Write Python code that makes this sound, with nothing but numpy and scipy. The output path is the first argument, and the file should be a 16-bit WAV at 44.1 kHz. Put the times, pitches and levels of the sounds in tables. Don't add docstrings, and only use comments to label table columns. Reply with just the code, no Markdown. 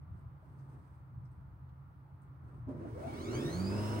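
import sys
import numpy as np
from scipy import signal
from scipy.fft import rfft, irfft
from scipy.io import wavfile
from scipy.ndimage import uniform_filter1d, map_coordinates

SR = 44100
rng = np.random.default_rng(int(sys.argv[2]) if len(sys.argv) > 2 else 0)


def wav_out(sig):
    wavfile.write(sys.argv[1], SR, np.round(np.clip(np.atleast_2d(sig).T, -1, 1) * 32767).astype(np.int16))


N = 176400
TIME = np.arange(N) / SR

START_S = 2.667
MACHINE_LAG_S = 0.00043
DIRECT = 0.2
# t/s, housing rumble/dB, rush of air/dB, hiss/dB
NOISE_LEVELS = [(2.66, -91, -94.5, -115), (2.69, -52, -68, -78), (2.76, -53, -62.5, -83),
                (2.84, -47.5, -58, -78), (2.94, -53, -61, -73), (3.02, -47, -54, -66.5),
                (3.12, -46.5, -54.5, -63), (3.25, -43, -53, -61), (3.41, -35, -48, -57),
                (3.56, -44.5, -49, -55.5), (3.72, -42, -47, -57), (3.87, -44, -46, -55),
                (4.0, -41.5, -45, -55.5)]


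def blade(hz, phase):
    # multiple of the blade rate, peak level/dB, f at the peak/Hz, peak width/octaves
    tones = [(1, -38, 107.4, 0.22), (2, -38, 187.6, 0.097), (2, -43, 123, 0.17), (3, -50, 322, 0.041),
             (6, -59, 640, 0.031), (9, -53.5, 950, 0.055)]
    # f/Hz, level/dB
    buffet_colour = [(25, -22), (48, -23), (63, -3), (85, -3.5), (120, 2.5), (170, -10), (260, -24),
                     (600, -45)]
    drone = 0
    for multiple, db, peak_hz, octaves in tones:
        gain = undb(db - 0.5 * walk(16)) * swell(multiple * hz, peak_hz, octaves)
        angle = multiple * phase + 0.1 * walk(32) + rng.uniform(0, 2 * np.pi)
        drone += gain * np.sqrt(2) * np.sin(angle)
    buffet_db = -47 + 3 * np.log10(hz / 101.8)
    buffet = air(colour(buffet_colour), DIRECT) * undb(buffet_db)
    fade_in = uniform_filter1d(1. * (TIME > START_S), size=4000)
    return (drone + buffet) * fade_in


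def gears(hz, phase):
    # multiple of the blade rate, peak level/dB, f at the peak/Hz, peak width/octaves,
    # roughness from 0 to 1
    tones = [(23.5, -48, 260, .22, 0), (24.93, -44, 640, 0.18, 0.34), (26.8, -53, 660, 0.18, 0.57),
             (56.25, -51, 640, 0.17, 0.71), (23.65, -54.5, 1870, 0.047, 0.39), (24.92, -60, 1400, 0.25, .8),
             (25.8, -63.5, 3700, 0.46, 0.5), (25.6, -64.5, 2600, 0.035, 0.35), (27.5, -62, 2970, 0.05, 0.3),
             (36.7, -60.5, 2360, 0.084, 1), (47.4, -63.5, 4720, 0.055, 0.8), (50, -60.5, 3700, 0.35, 0.84),
             (50, -57.5, 4790, 0.058, 0.47), (50, -73, 5350, 0.035, 0.4), (71.1, -69, 4300, .3, 1),
             (73.8, -64, 3500, 0.18, 0.7), (75.7, -62, 4900, 0.085, 0.4), (75.8, -62.5, 6250, 0.11, 0.7),
             (96.8, -69.5, 4000, 0.32, 0.8), (100.8, -69.5, 4700, 0.1, 0.9), (101, -62, 6220, 0.073, 0.74),
             (123.4, -72.5, 5500, .35, 0.88), (146.5, -73.5, 6500, 0.16, 0.9)]
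    whine = 0
    for multiple, db, peak_hz, octaves, rough in tones:
        steady = np.sqrt(1 - rough ** 2)
        flutter = 1.57 * rough * (walk(419) + 1j * walk(419)) / np.sqrt(2)
        tone = np.sqrt(2) * np.real((steady + flutter) * np.exp(1j * multiple * phase))
        whine += tone * undb(db + 2.2 * rough * walk(55)) * swell(multiple * hz, peak_hz, octaves)
    return yard(whine * (TIME > START_S), wet=0.4)


def housing():
    # f/Hz, width/Hz, level/dB
    jolt_bands = [(249, 68, 6), (370, 41, -4.5), (480, 110, -9.5), (623, 120, -9), (980, 300, -16)]
    # f/Hz, level/dB, decay/s
    frame_tones = [(262, -43, 0.04), (354.4, -46, 0.043), (601, -60, 0.11)]
    # f/Hz, width/Hz, level/dB
    rumble_bands = [(249.3, 56, -1), (338.4, 61, 1), (407.3, 21, -3.5), (580, 80, -16)]
    # t/s, f/Hz, decay/s, level/dB
    thuds = [(3.356, 109, 0.014, -29.5), (3.452, 139, 0.017, -30)]
    rise_s, jolt_decay_s = 0.029, 0.048
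    age = TIME - START_S
    rise = np.clip(age / rise_s, 0, 1)
    after_peak = np.maximum(age - rise_s, 0)
    jolt = air(resonances(jolt_bands), DIRECT) * np.exp(-after_peak / jolt_decay_s) * undb(-42.5)
    ring = sum(undb(db) * np.sqrt(2) * np.sin(2 * np.pi * hz * age) * np.exp(-after_peak / decay)
               for hz, db, decay in frame_tones)
    rumble = air(resonances(rumble_bands), DIRECT) * undb(curve(NOISE_LEVELS))
    return rumble + knocks(thuds) + (jolt + ring) * rise


def thrown_air(phase):
    # f/Hz, level/dB
    rush_colour = [(150, -31), (400, -4), (520, 1.5), (700, -3), (810, -8), (980, -5), (1400, -7),
                   (1750, -14), (2250, -18.5), (3000, -30.5), (6000, -56)]
    hiss_colour = [(1200, -38), (2300, -1.5), (3200, 4), (4600, 2), (5800, 1.5), (7300, -3), (8700, 1),
                   (10500, -4.5), (12500, -13.5), (13800, -19), (14600, -3), (15200, -4), (15800, 6)]
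    rush = air(colour(rush_colour), DIRECT) * undb(curve(NOISE_LEVELS, column=2) + walk(30))
    hiss = air(colour(hiss_colour), DIRECT) * undb(curve(NOISE_LEVELS, column=3) + .5 * walk(30))
    chop = 0.12 * np.cos(phase)
    return rush * pan(-2) * (1 + chop) + hiss * pan(1.5) * (1 + chop / 2)


def panel(hz):
    # f/Hz, width/Hz, level/dB
    bands = [(397.7, 12, -1.5), (2217, 150, -19.5)]
    peak_hz, octaves = 49, 0.68
    shaken = np.exp(-.5 * (np.log2(hz / peak_hz) / octaves) ** 2)
    return air(resonances(bands), DIRECT) * shaken * undb(-53.5 + 2.5 * walk(45))


def close_by():
    # t/s, f/Hz, width/Hz, decay/s, level/dB
    tick_events = [(.19, 8800, 3000, .03, -88), (0.589, 5000, 3000, 0.026, -83),
                   (1.245, 8350, 500, .02, -89), (1.254, 5400, 1200, 0.013, -81.5),
                   (1.315, 8460, 800, 0.022, -88), (1.689, 2600, 2500, .012, -78.5),
                   (2.218, 8400, 3020, 0.027, -82.5)]
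    # t/s, f/Hz, decay/s, level/dB
    knock = [(.426, 625, 0.013, -57.5)]
    # t/s, half-length/s, low rustle/dB, scrape/dB
    rustles = [(0.178, 0.049, -69, -92), (0.493, 0.078, -66.5, -88.5), (0.607, 0.055, -68, -88),
               (0.73, 0.062, -60.5, -86.5), (0.882, 0.14, -71, -88.5), (1.34, .1, -76, -97),
               (2.483, 0.057, -62, -92), (2.575, 0.053, -63.5, -88)]
    # f/Hz, level/dB
    rustle_colour = [(100, -21), (200, 2.5), (300, 5.5), (420, -3.5), (560, -10), (1200, -11),
                     (2500, -32.5)]
    scrape_colour = [(2500, -2.5), (4500, -3), (7200, -6.5), (8500, 2), (9500, -3), (11000, -10),
                     (16000, -17)]
    ticks = 0
    for start, hz, width, decay, db in tick_events:
        fade = (TIME > start) * np.exp(-np.abs(TIME - start) / decay)
        ticks += air(resonances([(hz, width, 0)])) * undb(db) * fade
    rustle_gain, scrape_gain = sum(undb([[low_db], [scrape_db]]) * np.exp(-((TIME - at) / span) ** 2)
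                                   for at, span, low_db, scrape_db in rustles)
    rustle = air(colour(rustle_colour)) * rustle_gain * undb(2 * walk(45))
    scrape = air(colour(scrape_colour)) * scrape_gain * undb(1.5 * walk(110))
    return ticks + knocks(knock) + rustle + scrape


def traffic():
    # f/Hz, level/dB
    road_colour = [(25, -36.5), (37, -31.5), (48, -19.5), (62, -2.5), (76, -0.5), (102, -1.5), (134, 0),
                   (151, -6.5), (170, -9.5), (211, -23.5), (295, -21), (345, -26), (450, -31.5),
                   (544, -31.5), (900, -28.5), (1200, -28), (1450, -32.5), (1700, -37.5), (2000, -41.5),
                   (2800, -52), (3600, -56.5)]
    # f/Hz, width/Hz, level/dB
    murmur_bands = [(865, 64, -80.5), (986, 110, -80.5), (1176, 150, -79.5), (1365, 130, -81)]
    # t/s, level change/dB
    tyre_level = [(0, 0), (.3, 0), (.8, 0.5), (1.5, -1), (2.1, -1), (2.6, 2), (4.0, -1)]
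    hum_level = [(0, -2.5), (.17, 4), (.32, -1.5), (.75, -2.5), (.95, -3), (1.15, 2.5), (1.5, -1),
                 (1.85, -1.5), (2.05, 1.5), (2.18, -1.5), (2.3, -0.5), (2.6, 3), (4.0, 0)]
    road = air(colour(road_colour)) * undb(-52)
    hum = irfft(rfft(road) / (1 + (bins() / 240) ** 8), N)
    murmur = sum(air(resonances([(hz, width, 0)])) * undb(db + 3.2 * walk(8.73))
                 for hz, width, db in murmur_bands)
    tyres = (road - hum + murmur) * undb(curve(tyre_level) + 0.56 * walk(6))
    return hum * undb(curve(hum_level) + 2.5 * walk(21.81)) + tyres


def far_engine():
    # t/s, f/Hz, level/dB
    course = [(0, 146, -57), (.4, 141, -59), (.75, 135, -58.5), (1.0, 132, -57), (1.25, 128, -56),
              (1.6, 130, -59.5), (2.2, 137, -62.5), (4.0, 130, -54.5)]
    phase = 2 * np.pi * np.cumsum(curve(course)) / SR
    return np.sqrt(2) * np.sin(phase + .5 * walk(12)) * undb(curve(course, column=2) + 2 * walk(12))


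def still_air():
    # f/Hz, level/dB
    hiss_colour = [(1500, 1), (2800, -1), (4500, 0), (7000, -7.5), (8700, -3.5), (12500, -3), (14000, -4),
                   (15000, 9), (15800, 2.5)]
    return air(colour(hiss_colour)) * undb(-87.5)


def knocks(rows, rise_s=0.0033):
    out = 0
    for start, hz, decay, db in rows:
        age = np.maximum(TIME - start, 0)
        envelope = np.exp(-age / decay) * (1 - np.exp(-age / rise_s))
        out += undb(db) * np.sin(2 * np.pi * hz * age) * envelope
    return out


def air(gain, direct=0):
    mic_gap_s = 0.00051
    around = .97 * np.sinc(2 * bins() * mic_gap_s)
    alike = (1 - direct) * around + direct * np.exp(-2j * np.pi * bins() * MACHINE_LAG_S)
    right, other = rfft(rng.standard_normal((2, N)))
    left = alike * right + np.sqrt(np.maximum(1 - np.abs(alike) ** 2, 0)) * other
    noise = irfft(np.array([left, right]) * gain, N)
    return noise / np.sqrt(np.mean(noise ** 2))


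def yard(x, wet, echo_s=0.092):
    t = TIME[:SR // 4]
    tail = rng.standard_normal((2, len(t))) * np.exp(-np.log(1000) * t / echo_s)
    tail /= np.sqrt(np.sum(tail ** 2, axis=1, keepdims=True))
    echoes = signal.fftconvolve(x[None], tail, axes=1)[:, :N]
    left = map_coordinates(x, [(TIME - MACHINE_LAG_S) * SR], mode="nearest")
    return np.sqrt(1 - wet) * np.array([left, x]) + np.sqrt(wet) * echoes


def swell(hz, peak_hz, octaves):
    return 1 / (1 + .5 * (np.log2(hz / peak_hz) / octaves) ** 2)


def resonances(rows):
    f = bins()
    return sum(undb(db) / (1 + ((f / hz - hz / f) * hz / width) ** 2) for hz, width, db in rows)


def colour(points):
    hz, db = np.array(points, float).T
    f = bins()
    roll_off = np.minimum(f / hz[0], 1) ** 2 * np.minimum(hz[-1] / f, 1) ** 4
    return undb(np.interp(np.log(f), np.log(hz), db)) * roll_off


def bins():
    return np.maximum(np.arange(N // 2 + 1) * SR / N, 1)


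def walk(rate_hz):
    hold = int(SR / rate_hz)
    steps = np.repeat(rng.standard_normal(N // hold + 1), hold)
    return 1.3 * uniform_filter1d(uniform_filter1d(steps, hold), hold)[:N]


def curve(rows, column=1):
    rows = np.array(rows, float)
    return np.interp(TIME, rows[:, 0], rows[:, column])


def pan(db):
    return undb(db * np.array([[.5], [-.5]]))


def undb(db):
    return 10 ** (np.asarray(db) / 20)


def scene():
    # t/s, f/Hz
    blade_rate = [(2.67, 2), (2.85, 11), (3.0, 23), (3.1, 31), (3.2, 41.1), (3.25, 47.1), (3.34, 59.9),
                  (3.4, 67.8), (3.5, 79.6), (3.6, 92), (3.7, 99.4), (3.8, 104), (3.9, 106.4), (4.0, 107.6)]
    hz = curve(blade_rate)
    phase = 2 * np.pi * np.cumsum(hz) / SR
    machine = blade(hz, phase) + gears(hz, phase) + panel(hz) + housing() + thrown_air(phase)
    background = far_engine() + traffic() + still_air()
    return machine + background + close_by()


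def record(dry):
    # f/Hz, left minus right/dB
    balance = [(50, -2.5), (105, 3.5), (150, -4), (205, -8), (290, -1.5), (490, -2.5), (660, 5.5), (850, 0),
               (1300, -1.5), (1800, 0), (2900, 0.5), (4500, -3), (6400, -6), (7200, -2.5), (8300, 10.5),
               (10500, 2.5), (13000, 0.5), (15500, -3)]
    hz, db = np.array(balance, float).T
    mic_gains = pan(np.interp(np.log(bins()), np.log(hz), db))
    fades = signal.windows.tukey(N, .003)
    heard = irfft(rfft(dry * fades) * mic_gains, N)
    treble_cut = signal.ellip(12, .2, 80, 15800, fs=SR, output="sos")
    return signal.sosfilt(treble_cut, heard)


dry = scene()
out = record(dry)
wav_out(out)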